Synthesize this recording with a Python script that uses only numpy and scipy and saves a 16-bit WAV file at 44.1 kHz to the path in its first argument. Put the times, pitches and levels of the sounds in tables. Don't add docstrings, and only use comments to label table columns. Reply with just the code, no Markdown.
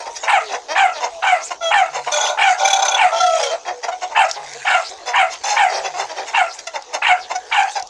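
import sys
import numpy as np
from scipy import signal
from scipy.io import wavfile
from scipy.ndimage import uniform_filter1d

SR = 44100
rng = np.random.default_rng(int(sys.argv[2]) if len(sys.argv) > 2 else 0)


def wrap_up_sound(samples):
    columns = np.atleast_2d(samples).T
    tamed = np.clip(columns, -1, 1)
    steps = np.round(tamed * 32767).astype(np.int16)
    wavfile.write(sys.argv[1], SR, steps)


N = 347949


def puppy():
    # start/s, hoarse part/s, clear falling part/s, effort/dB, hoarse pitch/Hz, clear pitch/Hz,
    # end pitch/Hz, gasp level/dB
    yaps = [(0.267, .061, 0.054, -10.5, 879, 836, 658, -37),
            (0.745, 0.05, 0.076, -11, 815.4, 812, 677, -35),
            (1.218, 0.053, 0.088, -11.5, 855, 818.4, 654.5, -29),
            (1.7, .054, 0.077, -11, 924, 815, 696.5, -48), (2.369, 0.072, 0.079, -11.5, 858, 798, 722, -29),
            (2.955, 0.063, 0.049, -11.5, 866.5, 795, 657.4, -40),
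            (4.145, 0.05, 0.05, -10, 899, 863, 654, -33), (4.645, 0.073, 0.06, -11.5, 815, 770, 659.5, -31),
            (5.127, .06, .055, -11, 948, 817.5, 662, -37),
            (5.554, 0.042, 0.076, -12, 895, 850, 701.5, -29.5),
            (6.329, 0.047, 0.056, -11.5, 944, 805, 687.6, -34.5),
            (7.015, 0.077, 0.046, -11, 987, 734, 727, -36.5),
            (7.508, 0.066, 0.062, -11, 886, 793, 805, -38)]
    # f/Hz, width/Hz, level/dB
    throat = [(856, 315, -4.5), (1205, 400, -4.5), (1571, 136, -3.5), (1886, 208, -3.5), (2413, 276, -3.5),
              (2940, 265, -4.5), (3326, 250, -11.5), (4034, 1000, -22.5), (5380, 210, -26.5)]
    yap_shape = -14.5, -4, -2, 0, -8.5, -23
    mouth_shape = 0.77, 0.94, .95, 0.899, 0.83, 0.882
    rise_s, tail_s = 0.016, 0.07
    peak_share = 0.51
    onset_share = 0.92
    waver_db, mouth_waver = 2.5, 0.025
    gasp_after_s, gasp_s, gasp_hz, gasp_width_hz = 0.048, 0.091, 5240, 1400

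    out = np.zeros(N)
    for start, hoarse_s, fall_s, top_db, hoarse_hz, clear_hz, end_hz, gasp_db in yaps:
        clear = start + hoarse_s
        fallen = clear + fall_s
        moments = start, start + rise_s, clear, clear + peak_share * fall_s, fallen, fallen + tail_s
        rows = np.transpose([moments, top_db + np.array(yap_shape), mouth_shape])
        t, (effort_db, mouth) = unroll(rows)
        pitches = [onset_share * hoarse_hz, hoarse_hz, clear_hz, end_hz]
        hz = np.interp(t, [start, clear - 0.012, clear, fallen], pitches)

        hoarse = 1 / (1 + np.exp((t - clear) / 0.0086))
        worn = 1 / (1 + np.exp((fallen - 0.004 - t) / 0.016))
        rough = 0.17 + 0.65 * hoarse + 0.48 * worn
        jaw_db = -8 * np.exp(-(t - t[0]) / 0.011)
        open_db = 2.6 * hoarse - 18 * (t - clear).clip(0) + jaw_db
        factor = mouth * (1 + mouth_waver * slow(len(t), size=500))
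        sound = voice(hz, rough, throat, factor, open_db, jitter=0.13, tilt=0.37, flutter_db=6.0)

        air_hz = 7330 + 400 * slow(len(t), size=900)
        air = evened(resonate(rng.standard_normal(len(t)), air_hz, 1800))
        air = air * gain_of(2.36 * slow(len(t), size=300)) * np.clip((t - t[0]) / 0.031, 0, 1)
        effort_db = effort_db + waver_db * rough * slow(len(t), size=300)
        add(out, t, gain_of(effort_db) * (sound + gain_of(-24.5) * air))

        t = np.arange(0, gasp_s, 1 / SR)
        drift_hz = gasp_hz * (1 + 0.25 * slow(len(t), size=1500))
        gasp = evened(resonate(rng.standard_normal(len(t)), drift_hz, gasp_width_hz))
        gasp = gasp * np.sin(np.pi * t / gasp_s)
        add(out, fallen + gasp_after_s + t, gain_of(gasp_db) * gasp)
    return out


def rooster():
    # t/s, effort/dB, pitch/Hz, roughness (clipped to 0-1), beak opening/dB
    crow = [
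        [(1.605, -32, 683, 0.4, -2.5), (1.63, -20, 669.3, 0.22, -0.5), (1.69, -20, 653.3, 0.07, 0.5),
         (1.72, -31, 670, 0, 1)],
        [(2.113, -22, 584, 0.2, 2), (2.123, -17.5, 603, 0.54, 3.5), (2.2, -17, 593.7, 1.11, 0),
         (2.295, -18.5, 566, 0.97, 1), (2.37, -34, 536, 1.02, -6)],
        [(2.575, -27, 764, 0.79, 0), (2.62, -13.5, 786, 0.88, -1.5), (2.69, -12.5, 775.6, 0.54, 3.5),
         (2.86, -12.5, 784.3, 0.87, 1.5), (2.95, -14.5, 779, 0.97, 1), (3.02, -35, 750, .7, 1)],
        [(3.11, -19, 652, .6, -4), (3.185, -16.5, 683, .4, 1), (3.22, -16, 683, .06, 3),
         (3.28, -18, 660, .02, 2.5), (3.36, -14.5, 652, 0.05, -0.5), (3.385, -16.5, 631.4, 0.85, -1),
         (3.44, -17.5, 562, 0.64, 4.5), (3.48, -21.5, 507, 0.56, 0), (3.52, -28, 476, 0.94, -2),
         (3.56, -31, 500, 0.96, -10)],
    ]
    # f/Hz, width/Hz, level/dB
    windpipe = [(601, 53, 1), (848, 423, 1.5), (1488, 100, 1), (2140, 330, -15.5), (2440, 175, -7),
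                (2940, 1800, -16.5), (3467, 68, 1), (3700, 510, -11), (4510, 84, -11.5), (5130, 470, -17),
                (5780, 100, -26), (6060, 114, -3), (6340, 50, -2.5), (6730, 420, -11.5), (7640, 410, -23),
                (8600, 460, -31.5), (9840, 710, -32), (11100, 1800, -43)]
    syllables = [(0.95, 0.3), (0.98, 0), (0.98, 1), (.915, 0.93)]
    # moment they settle/s (before a 4 ms lead), settled period/s,
    # hurry before that/s per throb squared
    throbs = [(1.6, .03, 0), (2.1, .03, 0), (2.7924, .0307, .0005), (3.2649, .0333, .002)]
    sets_in_s, spread_db = 0.12, 3

    out = np.zeros(N)
    count = np.arange(-7, 12)
    for rows, (pipe, depth), (settled, period, hurry) in zip(crow, syllables, throbs):
        t, (effort_db, hz, rough, open_db) = unroll(rows)
        throb_s = settled - 0.004 + period * count + hurry * count.clip(max=0) ** 2
        beat = np.interp(t, throb_s, count)
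        part = beat % 1
        depth = np.clip(depth, 0, 1) * np.clip((t - t[0]) / sets_in_s, 0, 1)
        opening = 1 - np.exp(-part / 0.08)
        sag = 0.5 + 0.5 * np.cos(np.pi * part ** 1.35)
        shut = 1 - opening * sag
        throb_db = spread_db * rng.standard_normal(len(count))
        strength = gain_of(depth * np.interp(beat - 0.3, count, throb_db))

        sound = voice(hz, rough, windpipe, pipe, open_db, jitter=0.03, tilt=0.011, flutter_db=5.0)
        low = signal.sosfilt(signal.butter(2, 1700, fs=SR, output="sos"), sound)
        treble = (sound - low) * strength * (1 - depth * shut)
        low = low * (1 - 0.5 * depth * shut)
        add(out, t, gain_of(effort_db) * (low + treble))
    return out


def hens():
    # loudest moment t/s, swell/s, fade/s, effort/dB, pitch at the loudest/Hz,
    # glide from there to the end as a share of pitch, roughness (0-1), beak opening/dB,
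    # factor on the windpipe frequencies (birds differ in size)
    clucks = [(0.005, 0.0056, 0.055, -29, 327, -0.029, 0.77, 2.5, 0.82),
              (0.075, 0.024, 0.048, -25.5, 256, -0.081, 0.77, -1, 0.85),
              (0.17, 0.022, 0.03, -27.5, 303, -0.0052, .5, 8.5, 0.84),
              (0.241, 0.014, 0.074, -21.5, 218.2, -0.042, 0.8, 0, 0.96),
              (0.55, 0.063, 0.044, -20.5, 250.5, -0.095, 0.75, 0.5, 0.87),
              (0.72, 0.039, 0.057, -20, 313, .14, 0.31, 1.5, 0.82),
              (0.97, .04, 0.097, -28, 303.6, -.08, 0.38, 1.5, 0.84),
              (1.05, 0.05, 0.047, -17.5, 243, -0.0072, 0.75, 0.5, 0.93),
              (1.52, 0.017, 0.017, -18.5, 340, -0.065, 0.55, -0.5, 0.94),
              (1.966, 0.038, 0.062, -20.5, 248.2, -0.029, 0.75, 1, 0.93),
              (2.08, 0.02, 0.044, -19, 240, -0.065, 0.88, -2.5, 0.99),
              (3.54, 0.039, 0.036, -17, 681, 0.071, 0.55, -2, 0.81),
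              (3.69, 0.041, 0.067, -21, 358.5, 0.037, 0.7, -0.5, .84),
              (3.845, 0.021, 0.049, -22.5, 228.4, 0.038, 0.71, 2, 0.86),
              (3.89, 0.011, 0.024, -16, 693, -0.018, 0.48, -2.5, 1),
              (3.93, 0.016, 0.035, -22.5, 727, 0, 0.43, -1.5, 0.96),
              (4.04, 0.029, .03, -20.5, 366.3, -0.024, .63, 1, .94),
              (4.125, 0.033, 0.052, -28.5, 299.4, 0.018, 0.74, -2, 0.93),
              (4.255, .02, .04, -21.5, 659, 0.0095, 0.25, 0, 0.94),
              (4.3, 0.02, .03, -30, 662, 0.0065, 0.5, 5, 0.97),
              (4.369, .015, 0.13, -28, 405, 0.024, 0.7, -4, 0.94),
              (4.565, 0.023, 0.033, -33, 239, 0.056, 0.35, -8, 0.68),
              (4.92, .02, 0.072, -34.5, 378.5, -0.0058, 0.64, -5.5, 0.83),
              (5.03, 0.031, 0.046, -35.5, 350, -0.0086, .6, -10, 0.77),
              (5.09, 0.034, 0.06, -20.5, 247, -0.043, 0.69, 2.5, .9),
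              (5.335, 0.037, 0.048, -27.5, 334.2, -.07, 0.73, 4, .93),
              (5.445, 0.013, 0.17, -20, 801, 0.043, 0.7, 4, 0.9),
              (5.515, 0.062, 0.11, -17.5, 839, -0.035, 0.63, 3.5, 0.93),
              (5.75, .07, 0.13, -20, 394, 0.0027, 0.86, 1, 0.83),
              (5.862, .03, 0.052, -19.5, 377.8, -0.069, 0.84, 0.5, .88),
              (5.947, 0.012, 0.062, -25.5, 365, -0.013, 0.5, -1, .88),
              (6.006, .04, 0.062, -18.5, 402.4, 0.0022, 0.78, 1, 0.92),
              (6.11, .02, 0.055, -26, 320.6, 0.0045, 0.58, 1, 0.82),
              (6.185, 0.027, 0.092, -23, 383, 0.066, 0.86, 0, 0.81),
              (6.29, 0.028, 0.052, -27.5, 224.8, 0.025, 0.74, 3.5, 0.95),
              (6.592, 0.008, 0.031, -30.5, 342, 0, 0.52, 9, 0.84),
              (6.675, 0.0071, 0.025, -23.5, 671, -0.023, 0.37, 5, 0.9),
              (6.762, 0.029, 0.036, -21, 289, -.07, 0.73, 0, 0.92),
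              (6.95, 0.023, 0.041, -19, 298.4, -0.089, 0.64, 1.5, 0.93),
              (7.318, .026, 0.045, -21.5, 361, 0.09, 0.76, 0.5, 0.92),
              (7.362, 0.013, 0.02, -17, 741, -0.0078, 0.09, 1.5, 0.86),
              (7.767, 0.016, 0.066, -18, 791, -0.095, 0.54, 1, 0.88)]
    # f/Hz, width/Hz, level/dB
    hen_pipe = [(518, 290, -13.5), (751, 318, 1), (1047, 276, 0.5), (1547, 480, -11), (2250, 465, -8),
                (3018, 390, -10), (3882, 132, -8), (4534, 330, -15), (5720, 690, -13), (6905, 500, -12),
                (7840, 440, -17), (9500, 4500, -37)]
    start_db, end_db, beak_shuts_db = -14, -21, -6
    roundness = 1.49

    out = np.zeros(N)
    for top, swell_s, fade_s, db, top_hz, glide, rough, beak_db, neck in clucks:
        t, (place,) = unroll([(max(top - swell_s, 0), -1), (top, 0), (top + fade_s, 1)])
        effort_db = db + np.where(place < 0, start_db, end_db) * abs(place) ** roundness
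        open_db = beak_db + beak_shuts_db * place.clip(0)
        hz = top_hz * (1 + glide * place)
        sound = voice(hz, rough, hen_pipe, neck, open_db, jitter=0.0502, tilt=0.015, flutter_db=4.0)
        add(out, t, gain_of(effort_db) * sound)
    return out


def rustle():
    # t/s, level/dB
    loudness = [(0.0, -42), (0.5, -38), (0.77, -51), (1.0, -45), (1.53, -39.5), (1.62, -65), (1.75, -46),
                (2.12, -37), (2.36, -45), (2.5, -25.5), (2.6, -42.5), (3.15, -35.5), (3.25, -32),
                (3.36, -30), (3.45, -26.5), (3.54, -35.5), (3.6, -49), (4.24, -43.5), (4.34, -39.5),
                (4.8, -33.5), (5.0, -45), (5.49, -44), (5.67, -36), (6.57, -42.5), (6.75, -49), (7.34, -48),
                (7.7, -35), (7.89, -56)]
    # f/Hz, relative level per Hz/dB
    litter_tone = [(880, -66.5), (1500, -7), (2580, -9.5), (2850, -12.5), (4020, -10.5), (5310, -12.5),
                   (6660, -9), (13000, -43)]
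    # t/s, peak level/dB
    snaps = [(4.3127, -6.5), (4.535, -19.5), (6.823, -23), (7.6325, -21), (7.7965, -19), (7.825, -15.5),
             (7.8712, -25)]

    grain_db = 3.9 * np.minimum(rng.exponential(1, N // 40 + 1), 3)
    grains = rng.standard_normal(N) * gain_of(grain_db).repeat(40)[:N]
    level_db = np.interp(np.arange(N) / SR, *np.transpose(loudness))
    out = coloured(grains, litter_tone, patchy_db=4.5) * gain_of(level_db)
    t = np.arange(400) / SR
    for s, db in snaps:
        burst = rng.standard_normal(400) * gain_of(-60 * t / 0.018)
        snap = resonate(burst, 5600, 2050)
        add(out, s + t, gain_of(db) * snap / abs(snap).max())
    return out


def clear_notes():
    # start t/s, length/s, first pitch/Hz, last pitch/Hz, level/dB
    notes = [(0.0, 0.18, 914, 945, -34), (0.4, 0.14, 467, 377, -37), (0.96, 0.1, 636, 634, -38),
             (1.11, .11, 685, 645, -34.5), (3.11, .09, 877, 916, -26.5), (3.19, 0.13, 749, 703, -16.5),
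             (3.33, 0.055, 717, 688, -16.5), (3.4, 0.11, 499, 459, -30.5), (3.7, .12, 502, 481, -39.5),
             (6.86, 0.072, 469, 520, -44), (7.4, .1, 433, 503, -50), (7.22, .07, 735, 734, -43)]
    return hum(notes, second_db=-28)


def low_moan():
    # start t/s, length/s, first pitch/Hz, last pitch/Hz, level/dB
    moans = [(1.88, 0.24, 154, 129, -57), (4.36, 0.31, 155, 127, -58), (5.76, 0.357, 161, 128, -60)]
    return hum(moans, second_db=-11)


def yard_hiss():
    # f/Hz, relative level per Hz/dB
    hiss_tone = [(21, -56), (35, -12.5), (191, -30.5), (479, -3), (646, -9), (714, 1.5), (1010, -7.5),
                 (1270, -13.5), (1840, -37.5), (2670, -24), (3520, -17.5), (3880, -20.5), (6390, -13),
                 (13500, -77)]
    return gain_of(-41.5) * coloured(rng.standard_normal(N), hiss_tone, patchy_db=2.8)


def yard(x):
    # f/Hz, t60/s
    yard_t60 = [(300, 0.086), (1000, 0.16), (3000, 0.081), (9000, 0.087)]
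    taps = np.zeros(SR // 2)
    at = np.arange(500, SR // 2 - 20, 20)
    taps[at + rng.integers(0, 20, len(at))] = rng.choice([-1., 1.], len(at))
    hz, t, z = signal.stft(taps, SR, nperseg=256)
    decay = gain_of(-60 * t / read(yard_t60, hz)[:, None])
    tail = signal.istft(z * decay, SR, nperseg=256)[1]
    return signal.fftconvolve(x, tail / np.linalg.norm(tail))[:N]


def voice(hz, rough, modes, factor, open_db, jitter, tilt, flutter_db):
    rough = np.clip(rough, 0, 1)
    turns = np.cumsum(hz * (1 + jitter * (rough + 0.021) * slow(len(hz), size=90))) / SR
    top = int(13000 / hz.max())
    folds = evened(sum(np.cos(2 * np.pi * k * turns) / k ** tilt for k in range(1, top + 1)))
    puff_shape = 0.61 + np.exp(-(turns % 1) / 0.45)
    puffs = evened(puff_shape * rng.standard_normal(len(hz)))
    out = 0
    for k, (f, w, db) in enumerate(modes):
        octaves = max(np.log2(f / 800), 0)
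        breath = rough ** (1.6 / (1 + 0.4 * octaves))
        drive = np.sqrt(1 - breath) * folds + np.sqrt(breath) * puffs
        catch_db = flutter_db * rough * min(0.5 + octaves / 2, 1) * slow(len(hz), size=350)
        gain = gain_of(db + open_db * octaves + catch_db)
        out = out + (-1) ** k * gain * resonate(drive, f * factor, w)
    return out / np.sqrt(abs(uniform_filter1d(out ** 2, 2500)) + 1e-12)


def resonate(x, hz, width):
    turn = np.exp(2j * np.pi * np.cumsum(hz * np.ones(len(x))) / SR)
    r = np.exp(-np.pi * abs(width) / SR)
    smooth = signal.lfilter([(1 - r) ** 2], [1, -2 * r, r * r], x / turn + 1e-18)
    return 2 * (turn * smooth).real


def hum(calls, second_db):
    out = np.zeros(N)
    for start, length, first_hz, last_hz, db in calls:
        t, (hz,) = unroll([(start, first_hz), (start + length, last_hz)])
        waver = 0.11 * uniform_filter1d(rng.standard_normal(len(t)), 400)
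        turns = np.cumsum(hz * (1 + waver)) / SR
        tone = np.sin(2 * np.pi * turns) + gain_of(second_db) * np.sin(4 * np.pi * turns)
        swell = signal.windows.tukey(len(t), 0.4)
        add(out, t, np.sqrt(2) * gain_of(db) * swell * tone)
    return out


def coloured(x, tone, patchy_db):
    hz, t, z = signal.stft(x, SR, nperseg=1024, noverlap=768)
    patches = uniform_filter1d(rng.standard_normal(z.shape), 12, 0)
    patches = evened(uniform_filter1d(patches, 10, 1))
    z = z * gain_of(read(tone, hz)[:, None] + patchy_db * patches)
    return evened(signal.istft(z, SR, nperseg=1024, noverlap=768)[1][:N])


def slow(count, size):
    return evened(uniform_filter1d(uniform_filter1d(rng.standard_normal(count), size), size))


def gain_of(db):
    return 10 ** (np.asarray(db) / 20)


def evened(x):
    return x / np.sqrt(np.mean(x ** 2) + 1e-20)


def read(points, hz):
    f, value = np.transpose(points)
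    return np.interp(np.log(hz + 1), np.log(f + 1), value)


def unroll(rows):
    s, *columns = np.transpose(rows)
    t = np.arange(s[0], s[-1], 1 / SR)
    return t, [np.interp(t, s, c) for c in columns]


def add(mix, t, sound):
    part = mix[round(t[0] * SR):][:len(sound)]
    part += (sound * signal.windows.tukey(len(sound), 0.08))[:len(part)]


def scene():
    dog = signal.sosfilt(signal.butter(6, 480, "high", fs=SR, output="sos"), puppy())
    cock = signal.sosfilt(signal.butter(6, 460, "high", fs=SR, output="sos"), rooster())
    birds = hens() + clear_notes()
    echo = yard(gain_of(-9.0) * dog + gain_of(-14.0) * birds + gain_of(-9) * cock)
    near = dog + cock + birds + echo + rustle()
    small_mic = signal.butter(3, [280, 10000], "band", fs=SR, output="sos")
    near = signal.sosfilt(small_mic, near)
    return (near + low_moan() + yard_hiss())[None]


def record(dry):
    edge_hz = 15746
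    soft = 1.2 * np.tanh(dry / 1.2)
    lowpass = signal.firwin(511, edge_hz, window=("kaiser", 9), fs=SR)
    return signal.oaconvolve(soft, lowpass[None], "same")


dry = scene()
out = record(dry)
wrap_up_sound(out)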